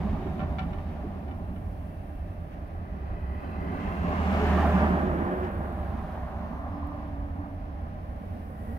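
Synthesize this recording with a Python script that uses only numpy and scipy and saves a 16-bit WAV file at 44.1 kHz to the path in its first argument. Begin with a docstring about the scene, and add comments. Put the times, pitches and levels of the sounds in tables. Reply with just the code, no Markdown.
"""Traffic on a snowy road

From the roadside, on a two-port microphone 3 to 7 m from the lanes. A pickup passes towing a clanking
trailer, then an SUV close by, creaking over packed snow, then a hatchback; a fourth car nears at the end.
Tyres drum, roar and throw spray, sweeping across the ports and fading with distance.
Behind them lie a low engine rumble, far traffic and a fine hiss of powder."""
import sys
import numpy as np
from scipy import signal
from scipy.fft import rfft, irfft
from scipy.io import wavfile
from scipy.ndimage import uniform_filter1d, map_coordinates

SR = 44100
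rng = np.random.default_rng(int(sys.argv[2]) if len(sys.argv) > 2 else 0)


def master(y):
    """Save y as 16-bit WAV."""
    cut = np.clip(np.atleast_2d(y).T, -1, 1)
    pcm = np.round(cut * 32767)  # scale
    wavfile.write(sys.argv[1], SR, pcm.astype(np.int16))


N = 387198
TIME = np.arange(N) / SR
FREQS = np.maximum(np.arange(N // 2 + 1) * SR / N, 1)
# straight paths by vehicle: abreast at t/s, lane distance/m, speed/(m/s), heading (positive: rightward)
PATHS = {"pickup": (0.06, 6, 7, -1), "trailer": (0.81, 6.5, 7, -1), "suv": (4.6, 3.19, 8.0, 1),
         "hatchback": (6, 7.0, 6.5, -1), "next car": (10, 4.0, 7.0, -0.5)}


def undb(db):
    """Decibels to gain."""
    return 10 ** (np.asarray(db) / 20)


def unit(x):
    """Scale to rms 1."""
    return x / np.sqrt(np.mean(x ** 2) + 1e-20)


def swell(s, half_length):
    """A smooth rise and fall around time s."""
    return np.exp(-((TIME - s) / half_length) ** 2)


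def walk(rate_hz):
    """Smooth random wander with a spread near 1."""
    knots = rng.standard_normal(size=16384)
    return 1.176 * np.interp(TIME * rate_hz, np.arange(len(knots)), knots)


def across(points):
    """Level in dB at every frequency, from (f/Hz, level/dB) points."""
    hz, db = np.transpose(points)
    return np.interp(np.log(FREQS), np.log(hz), db)


def colour(points):
    """Gain at every frequency from (f/Hz, level/dB) points, falling away beyond the ends."""
    ends = (1 + (points[0][0] / FREQS) ** 8) * (1 + (FREQS / points[-1][0]) ** 12)
    return undb(across(points)) / np.sqrt(ends)


def noise(gain, grain_db=0):
    """Coloured noise of rms 1; grain_db makes it crunch in millisecond grains."""
    grains = np.repeat(undb(grain_db * rng.standard_normal(N // 48 + 1)), 48)[:N]
    return unit(irfft(rfft(rng.standard_normal(N) * grains) * gain, N))


def diffuse(gain, alike_hz=480):
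    """Sound from all sides: the same at both ports in the bass, unrelated in the treble."""
    likeness = 1 / (1 + (FREQS / alike_hz) ** 3)
    white = rng.standard_normal((2, len(FREQS))) + 1j * rng.standard_normal((2, len(FREQS)))
    mid, side = irfft(white * gain * np.sqrt([1 + likeness, 1 - likeness]), N)
    return unit(np.array([mid + side, mid - side]))


def ports(x, lag):
    """Sound from one direction: it reaches the left port lag samples after the right."""
    left = map_coordinates(x, [np.arange(N) - lag], order=3, mode="mirror")
    return np.array([left, x])


def travel(vehicle, span_samples=18, skew_samples=0.21):
    """From the microphone: distance/m, nearness (1 abreast), recession (-1 coming, 1 going), port lag."""
    abreast_s, lane, speed, heading = PATHS[vehicle]
    along = speed * (TIME - abreast_s)
    metres = np.hypot(along, lane)
    going = along / metres
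    lag = skew_samples + span_samples * np.sign(heading) * going
    return metres, lane / metres, going, lag


def distant_traffic(spectrum, db=-45.5, lag_samples=21.3, aimed=0.57):
    """A far wash of traffic, part of it arriving from the right."""
    wash = diffuse(spectrum) + aimed * ports(noise(spectrum), lag_samples)
    return unit(wash) * undb(db + 0.97 * walk(7.4))


def rumble(steady_db=-36.5, pickup_db=-36):
    """Idling engines: a low boom, alike at both ports, stronger while the pickup is near."""
    # engine boom: f/Hz, level/dB
    spectrum = [(14, -25), (24, -8), (38, -2), (50, -3.5), (60, -5), (68, 5), (74, 0), (82, 2), (94, 1),
                (104, -15), (120, -12.5)]
    # its brief swells and sags: t/s, change/dB, half length/s
    swells = [(0.12, 6, 0.1), (0.5, 5.5, 0.042), (0.847, -0.5, .12), (1.253, -1, .2), (1.703, 5.5, 0.033),
              (2.646, -1.5, 0.12), (3.205, 2.5, 0.14), (3.7, 1.5, 0.26), (7.225, 4.5, 0.055),
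              (8.25, -1, .15)]
    near = travel("pickup")[1]
    boom = noise(colour(spectrum))
    # engines run evenly, so the boom swells less than free noise would
    strength = np.sqrt(uniform_filter1d(boom ** 2, SR // 8) + 1e-9)
    even_boom = unit(boom / strength ** 0.15)
    swell_db = sum(db * swell(s, length) for s, db, length in swells)
    return even_boom * undb(swell_db) * np.hypot(undb(steady_db), undb(pickup_db) * near ** 2)


def powder_hiss(lift_db=4.0, grain_db=1.5):
    """A fine treble hiss that swells with the flying powder."""
    # hiss colour: f/Hz, level/dB
    spectrum = [(6500, -6), (7800, -6.5), (9500, 0.5), (12500, 1), (15500, 0)]
    # its rise and fall: t/s, level before the lift/dB
    contour = [(0.05, -75.5), (1.33, -78), (1.57, -74.5), (2.98, -80.5), (3.85, -74.5), (4.51, -66.5),
               (4.68, -65.5), (4.99, -71), (5.69, -73), (6.57, -78.5), (7.85, -81), (8.75, -72)]
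    db = np.interp(TIME, *np.transpose(contour)) + lift_db
    gain = colour(spectrum)
    return np.array([noise(gain, grain_db), noise(gain, grain_db)]) * undb(db + .5 * walk(24))


def ticks():
    """Tiny glassy ticks, like ice grains striking beside the left port."""
    # strikes: t/s, relative level/dB
    strikes = [(2.1525, -60), (2.7401, -60), (5.5992, -61), (6.3644, -60), (6.8722, -50), (6.877, -60),
               (7.8805, -63)]
    # their ring: f/Hz, level/dB, t60/s
    modes = [(10300, -4, .009), (12600, -2, .006), (13400, 0, .008), (14600, -4, .005)]
    t = TIME[:SR // 50]
    hz, mode_db, t60 = np.transpose(modes)[:, :, None]
    decay = np.exp(-np.log(1000) * t / t60)
    out = np.zeros(N)
    for s, db in strikes:
        detune = 1 + .015 * rng.standard_normal(hz.shape)
        ring = np.sum(undb(mode_db) * np.sin(2 * np.pi * hz * detune * t) * decay, axis=0)
        start = int(s * SR)
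        out[start:start + len(t)] += undb(db) * ring / 2
    return out * np.array([[1], [.5]])


def squeal(s=6.745, hz=5140, db=-82, half_length_s=.06, waver=.002):
    """A brief thin squeal from the departing hatchback, perhaps a brake."""
    phase = 2 * np.pi * np.cumsum(hz * (1 + waver * walk(60))) / SR
    return unit(np.sin(phase) * undb(1.5 * walk(45))) * undb(db) * swell(s, half_length_s)


def slush(grain_db=4):
    """Short wet swishes as tyres cut through loose ridges."""
    # swishes: t/s, level/dB, half length/s
    swishes = [(2.538, -60, 0.028), (3.428, -63, 0.046), (3.84, -51, 0.055), (4.785, -44.5, 0.056),
               (5.447, -50, 0.029), (6.374, -73, .03)]
    # thrown slush: f/Hz, level/dB
    spectrum = [(900, -8), (1600, 7), (2900, 1), (4000, -14.5), (7000, -19)]
    level = sum(undb(db) * swell(s, length) for s, db, length in swishes)
    gain = colour(spectrum)
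    return level * np.array([noise(gain, grain_db), noise(gain, grain_db)])


def wake(s=5.255, half_length_s=0.4, db=-38, grain_db=5, scatter=0.94):
    """Packed snow crunches and falls back behind the SUV."""
    # churned snow: f/Hz, level/dB
    spectrum = [(420, -1.5), (590, 4), (900, -11), (1500, -10), (2100, -20), (3200, -27.5)]
    gain, lag = colour(spectrum), travel("suv")[3]
    crunch = unit(ports(noise(gain, grain_db), lag) + scatter * diffuse(gain))
    return crunch * undb(db) * swell(s, half_length_s)


def creak(cracks_per_s=420, size_db=4, scatter=0.73):
    """Packed snow breaks in small separate cracks under the SUV's wheels, 3 to 4 m away."""
    # creaks: t/s, level/dB, half length/s
    creaks = [(4.42, -43, 0.076), (4.582, -43, .06), (4.715, -47, 0.045), (4.828, -41, 0.059),
              (4.95, -44, 0.027)]
    # the snow's resonances: f/Hz, level/dB
    spectrum = [(800, 1), (920, 8), (1100, -1), (1420, -5), (1650, 0), (1820, 2), (2100, -17), (2800, -12),
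                (4000, -32)]
    gain, lag = colour(spectrum), travel("suv")[3]
    breaks = rng.random((3, N)) < cracks_per_s / SR
    polarity = np.sign(rng.standard_normal((3, N)))
    sizes = undb(size_db * rng.standard_normal((3, N)))
    direct, left, right = unit(irfft(rfft(breaks * polarity * sizes) * gain, N))
    level = sum(undb(db) * swell(s, length) for s, db, length in creaks)
    return level * (ports(direct, lag) + scatter * np.array([left, right]))


def deck_thumps(decay_s=0.029):
    """The trailer's deck booms briefly as its wheels drop into ruts."""
    # drops: t/s, level of the push/dB
    drops = [(0.257, -29.5), (1.044, -33)]
    # deck response, shaping both the push and the boom: f/Hz, gain/dB
    deck = [(190, -17), (290, -3), (400, -1)]
    push = sum(undb(db) * (TIME >= s) * np.exp(-np.abs(TIME - s) / decay_s) for s, db in drops)
    gain = colour(deck)
    return irfft(rfft(push * noise(gain)) * gain, N)


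def trailer_clanks(crack=0.81, crack_s=0.0081):
    """Loose ramp and chains knock on the steel frame; each blow rings its modes differently."""
    # blows: t/s, relative level/dB, hardness as treble tilt/(dB/octave)
    blows = [(0.267, -48, -5), (0.393, -40, -4), (.402, -41.5, -2), (.413, -42, -3), (0.431, -45, -2),
             (0.584, -35.5, -1), (0.591, -34, 0.5), (0.601, -39.5, -2), (.617, -45, 0), (.629, -44, -1),
             (.706, -53, 0), (0.731, -44, 1), (0.785, -49, 0), (.89, -54, 2), (1.279, -50, 0),
             (1.31, -47.5, -2), (1.56, -50.5, -2)]
    # frame modes: f/Hz, level/dB, t60/s
    steel = [(637, -1, .14), (755, 4, 0.17), (1144, 3, 0.1), (1383, 8, 0.12), (1515, 3, 0.097),
             (1810, 3, 0.095), (2160, 0.5, 0.1), (2330, 3, 0.14), (2640, -3, 0.1), (2900, -4, 0.075),
             (2990, 0.5, 0.11), (3480, -7, 0.07), (3700, -11, 0.11), (4720, -23, 0.09), (5430, -17, 0.045),
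             (6200, -20, 0.04), (7000, -25, 0.03)]
    t = TIME[:SR // 3]
    hz, mode_db, t60 = np.transpose(steel)[:, :, None]
    decay = np.exp(-np.log(1000) * t / t60)
    band = signal.butter(3, [1000, 3600], "bandpass", fs=SR, output="sos")
    attack = 1 - np.exp(-t / .0008)  # rounded: the loose parts do not land quite together
    out = np.zeros((2, N))
    for s, db, hardness in blows:
        start = int(s * SR)
        for channel in out:
            phase, size, detune = rng.standard_normal((3, len(steel), 1))
            strength = undb(mode_db + 2 * size + hardness * np.log2(hz / 2000))
            modes = np.sin(2 * np.pi * (hz * (1 + 0.01 * detune) * t + phase))
            ring = np.sum(strength * modes * decay, axis=0) / 2
            burst = unit(signal.sosfilt(band, rng.standard_normal(len(t))))
            contact = crack * undb(hardness) * burst * np.exp(-t / crack_s)
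            channel[start:start + len(t)] += undb(db) * (ring + contact) / 2 * attack
    return out


def whirs(surge_db=2):
    """Surging bands of tyre noise whose pitch rises as a vehicle nears and falls as it leaves."""
    # bands: vehicle, loudest at t/s, half length/s, far-off f/Hz, rise when abreast/Hz, width/Hz, level/dB
    bands = [("trailer", 2, .8, 2380, 480, 110, -74.5), ("suv", 4.16, 0.27, 580, 850, 72, -49),
             ("suv", 3.74, 0.33, 1450, 180, 95, -59), ("suv", 3.95, 0.86, 1860, 420, 110, -55),
             ("suv", 3.95, 0.85, 2370, 600, 150, -58.5), ("suv", 3.75, 0.81, 2950, 250, 170, -70),
             ("suv", 3.7, 0.61, 3900, 440, 190, -74), ("suv", 3.6, 0.57, 4600, 300, 330, -79),
             ("trailer", 0.3, .6, 3600, 100, 60, -76), ("hatchback", 6.8, 0.39, 820, 300, 170, -51.5),
             ("hatchback", 6.3, .4, 5800, 300, 500, -83), ("next car", 8.72, 0.23, 1870, 120, 85, -63),
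             ("next car", 10, .25, 2440, 150, 100, -70.5), ("next car", 8.8, .4, 1400, 150, 200, -64)]
    out = np.zeros((2, N))
    for vehicle, s, length, far_hz, rise_hz, width_hz, db in bands:
        near = travel(vehicle)[1]
        phase = 2 * np.pi * np.cumsum(far_hz + rise_hz * near) / SR
        shared, left, right = (walk(2 * width_hz) * np.sin(phase) + walk(2 * width_hz) * np.cos(phase)
                               for _ in range(3))
        pair = shared + np.array([left, right])
        out += unit(pair * undb(surge_db * walk(11))) * undb(db) * swell(s, length)
    return out


def drones(coast_per_s=.008, sound_m_s=343):
    """Rough notes of engines and tyres that swell, fade and sink a little as each vehicle goes by."""
    # notes: vehicle, loudest at t/s, f before Doppler/Hz, level/dB, half length/s, waver, roughness/dB
    notes = [("pickup", 0.1, 215, -35, 0.12, 0.056, 1.8), ("suv", 4.56, 76, -25, 0.49, 0.011, 1),
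             ("suv", 4.62, 186, -31.5, 0.62, 0.0388, 2.4), ("suv", 4.75, 190, -20.5, 0.031, 0.022, 1.3),
             ("suv", 4.835, 220, -21.5, 0.022, 0.022, 1.5), ("suv", 4.42, 405, -36.5, 0.14, 0.0346, 5.1),
             ("suv", 5.25, 352, -36, 0.44, 0.06, 3.7), ("suv", 4.66, 675, -33.5, 0.086, 0.13, 3.8),
             ("suv", 5.35, 240, -44, 0.24, 0.059, 3.6), ("hatchback", 5.85, 67, -38.5, 0.4, 0.044, 2),
             ("hatchback", 6.7, 250, -47, 0.19, 0.023, 2.2),
             ("hatchback", 7.08, 288, -45.5, 0.55, 0.03735, 2.8)]
    out = np.zeros((2, N))
    for vehicle, s, hz, db, length, waver, rough_db in notes:
        _, _, going, lag = travel(vehicle)
        speed = PATHS[vehicle][2]
        doppler = 1 / (1 + speed * going / sound_m_s)
        pitch = hz * doppler * np.exp(-coast_per_s * (TIME - s))  # the driver eases off
        phase = 2 * np.pi * np.cumsum(pitch * (1 + waver * walk(60))) / SR
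        pair = np.sin([phase - np.pi * pitch * lag / SR, phase])
        out += unit(pair * undb(rough_db * walk(45))) * undb(db) * swell(s, length)
    return out


def tyres(vehicle, spectrum, roar_hz=500, spray_hz=2000, shield_db=3.5):
    """One pass: carcass drumming, tread roar and spray, shaken by ruts and soaked up by the snow."""
    # by vehicle, abreast: drumming/dB, roar/dB, spray/dB, extra behind/dB, scatter ratio, crunch/dB
    voices = {"pickup": (-33, -42.5, -56, -3.5, 0.84, 4.5), "trailer": (-43, -50, -62, -0.8, 0.76, 3),
              "suv": (-27.5, -30.5, -43, 0.5, 0.85, 2.5), "hatchback": (-43.5, -44.5, -62.5, 3.5, 0.67, 3),
              "next car": (-33.5, -39.5, -51, 0, 0.5, 1.5)}
    drum_db, roar_db, spray_db, behind_db, scatter, crunch_db = voices[vehicle]
    metres, near, going, lag = travel(vehicle)
    below_roar, below_spray = (1 / (1 + (FREQS / hz) ** 12) for hz in (roar_hz, spray_hz))
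    # spray flies wide from all four wheels, and the body shields it once the vehicle has gone by
    # power share, level/dB, snow loss/(dB/m), rut flutter/dB, grain/dB, scatter ratio
    layers = [(below_roar, drum_db, 0.7, 1.2, 0, scatter),
              (below_spray - below_roar, roar_db, 0.69, 0.73, crunch_db / 2, scatter),
              (1 - below_spray, spray_db - shield_db * going, 2.5, 0.46, crunch_db, 2 * scatter)]
    ruts = walk(14)
    direct = scattered = 0
    for share, db, loss_db_per_m, flutter_db, grain_db, spread in layers:
        gain = spectrum * np.sqrt(np.abs(share))
        snow_db = loss_db_per_m * metres * (1 - near)
        heard_db = db + behind_db * going - snow_db + flutter_db * (ruts + walk(18))
        level = near * undb(heard_db) / np.hypot(1, spread)
        direct += level * noise(gain, grain_db)
        scattered += level * spread * diffuse(gain)
    return ports(direct, lag) + scattered


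def scene():
    """The passes over the steady background, heard from the roadside."""
    # tyre and traffic spectra: f/Hz, then level/dB of pickup, SUV, hatchback, distant traffic
    spectra = [(125.4, -4, -14.5, -2, -4), (178, 1.5, -2, -1.5, -0.5), (241.5, -5, -8.5, 4, -10),
               (327, -19, -18, -45, -10), (358, -8.5, -10.5, -11.5, -17.5), (486, -26.5, -20.5, -20, -16.5),
               (591, -14, -14, -8.5, -8.5), (717, -15.5, -15.5, -9, -12), (1058, -22.5, -20, -15.5, -29.5),
               (1770, -34.5, -26, -26, -26.5), (2840, -45, -35, -32.5, -34),
               (4040, -53.5, -45.5, -39.5, -44), (5620, -61, -51, -49, -47),
               (7760, -64.5, -54.5, -54, -59.5)]
    # tyres of the car that nears at the end: f/Hz, level/dB
    next_car = [(120, -6.5), (180, -3.5), (230, 3.5), (320, -23), (470, -9.5), (640, -14), (1000, -19),
                (1800, -27), (2800, -35), (4500, -42), (7800, -54)]
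    hz, *columns = np.transpose(spectra)
    pickup, suv, hatchback, far = (colour(np.transpose([hz, db])) for db in columns)
    out = tyres("pickup", pickup) + tyres("trailer", pickup) + trailer_clanks() + deck_thumps()
    out += tyres("suv", suv) + creak() + wake()
    out += tyres("hatchback", hatchback) + tyres("next car", colour(next_car))
    out += slush() + whirs() + drones() + squeal()
    return out + rumble() + distant_traffic(far) + powder_hiss() + ticks()


def record(dry, top_hz=15700):
    """Nearby surfaces and the microphone's two ports colour the sound; the top is cut steeply."""
    # stereo width of the ports: f/Hz, side gain/dB
    port_width = [(30, -2), (130, -11), (250, 2), (370, 6), (520, -2), (700, -7.5), (1000, 2), (2000, 0)]
    # their difference in colour: f/Hz, left minus right/dB
    port_balance = [(60, -2), (160, -2.5), (300, -4.5), (600, 1), (1100, -3.5), (1800, 1), (3200, 2),
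                    (4800, -3), (7500, 0.5), (10500, -0.5), (14000, 3)]
    # surfaces ringing around the microphone: f/Hz, width/Hz, peak/dB
    surfaces = [(283.7, 14.7, 6), (413, 13, 3), (604.8, 11, 5.5), (681, 16, 3.5), (768, 34, 5.5),
                (811, 19, 4.5), (1032, 37, 3.5), (1180, 28, 5.5), (1640, 25, 3.5), (1800, 41, 4)]
    left, right = rfft(dry * signal.windows.tukey(N, .001))
    sign = np.array([[1], [-1]])
    side = (left - right) * undb(across(port_width))
    pair = (left + right + sign * side) / 2
    ring_db = sum(peak / (1 + (2 * (FREQS - hz) / width) ** 2) for hz, width, peak in surfaces)
    coloured = irfft(pair * undb(ring_db + sign * across(port_balance) / 2), N)
    return signal.sosfilt(signal.ellip(10, .2, 80, top_hz, fs=SR, output="sos"), coloured)


dry = scene()
out = record(dry)
master(out)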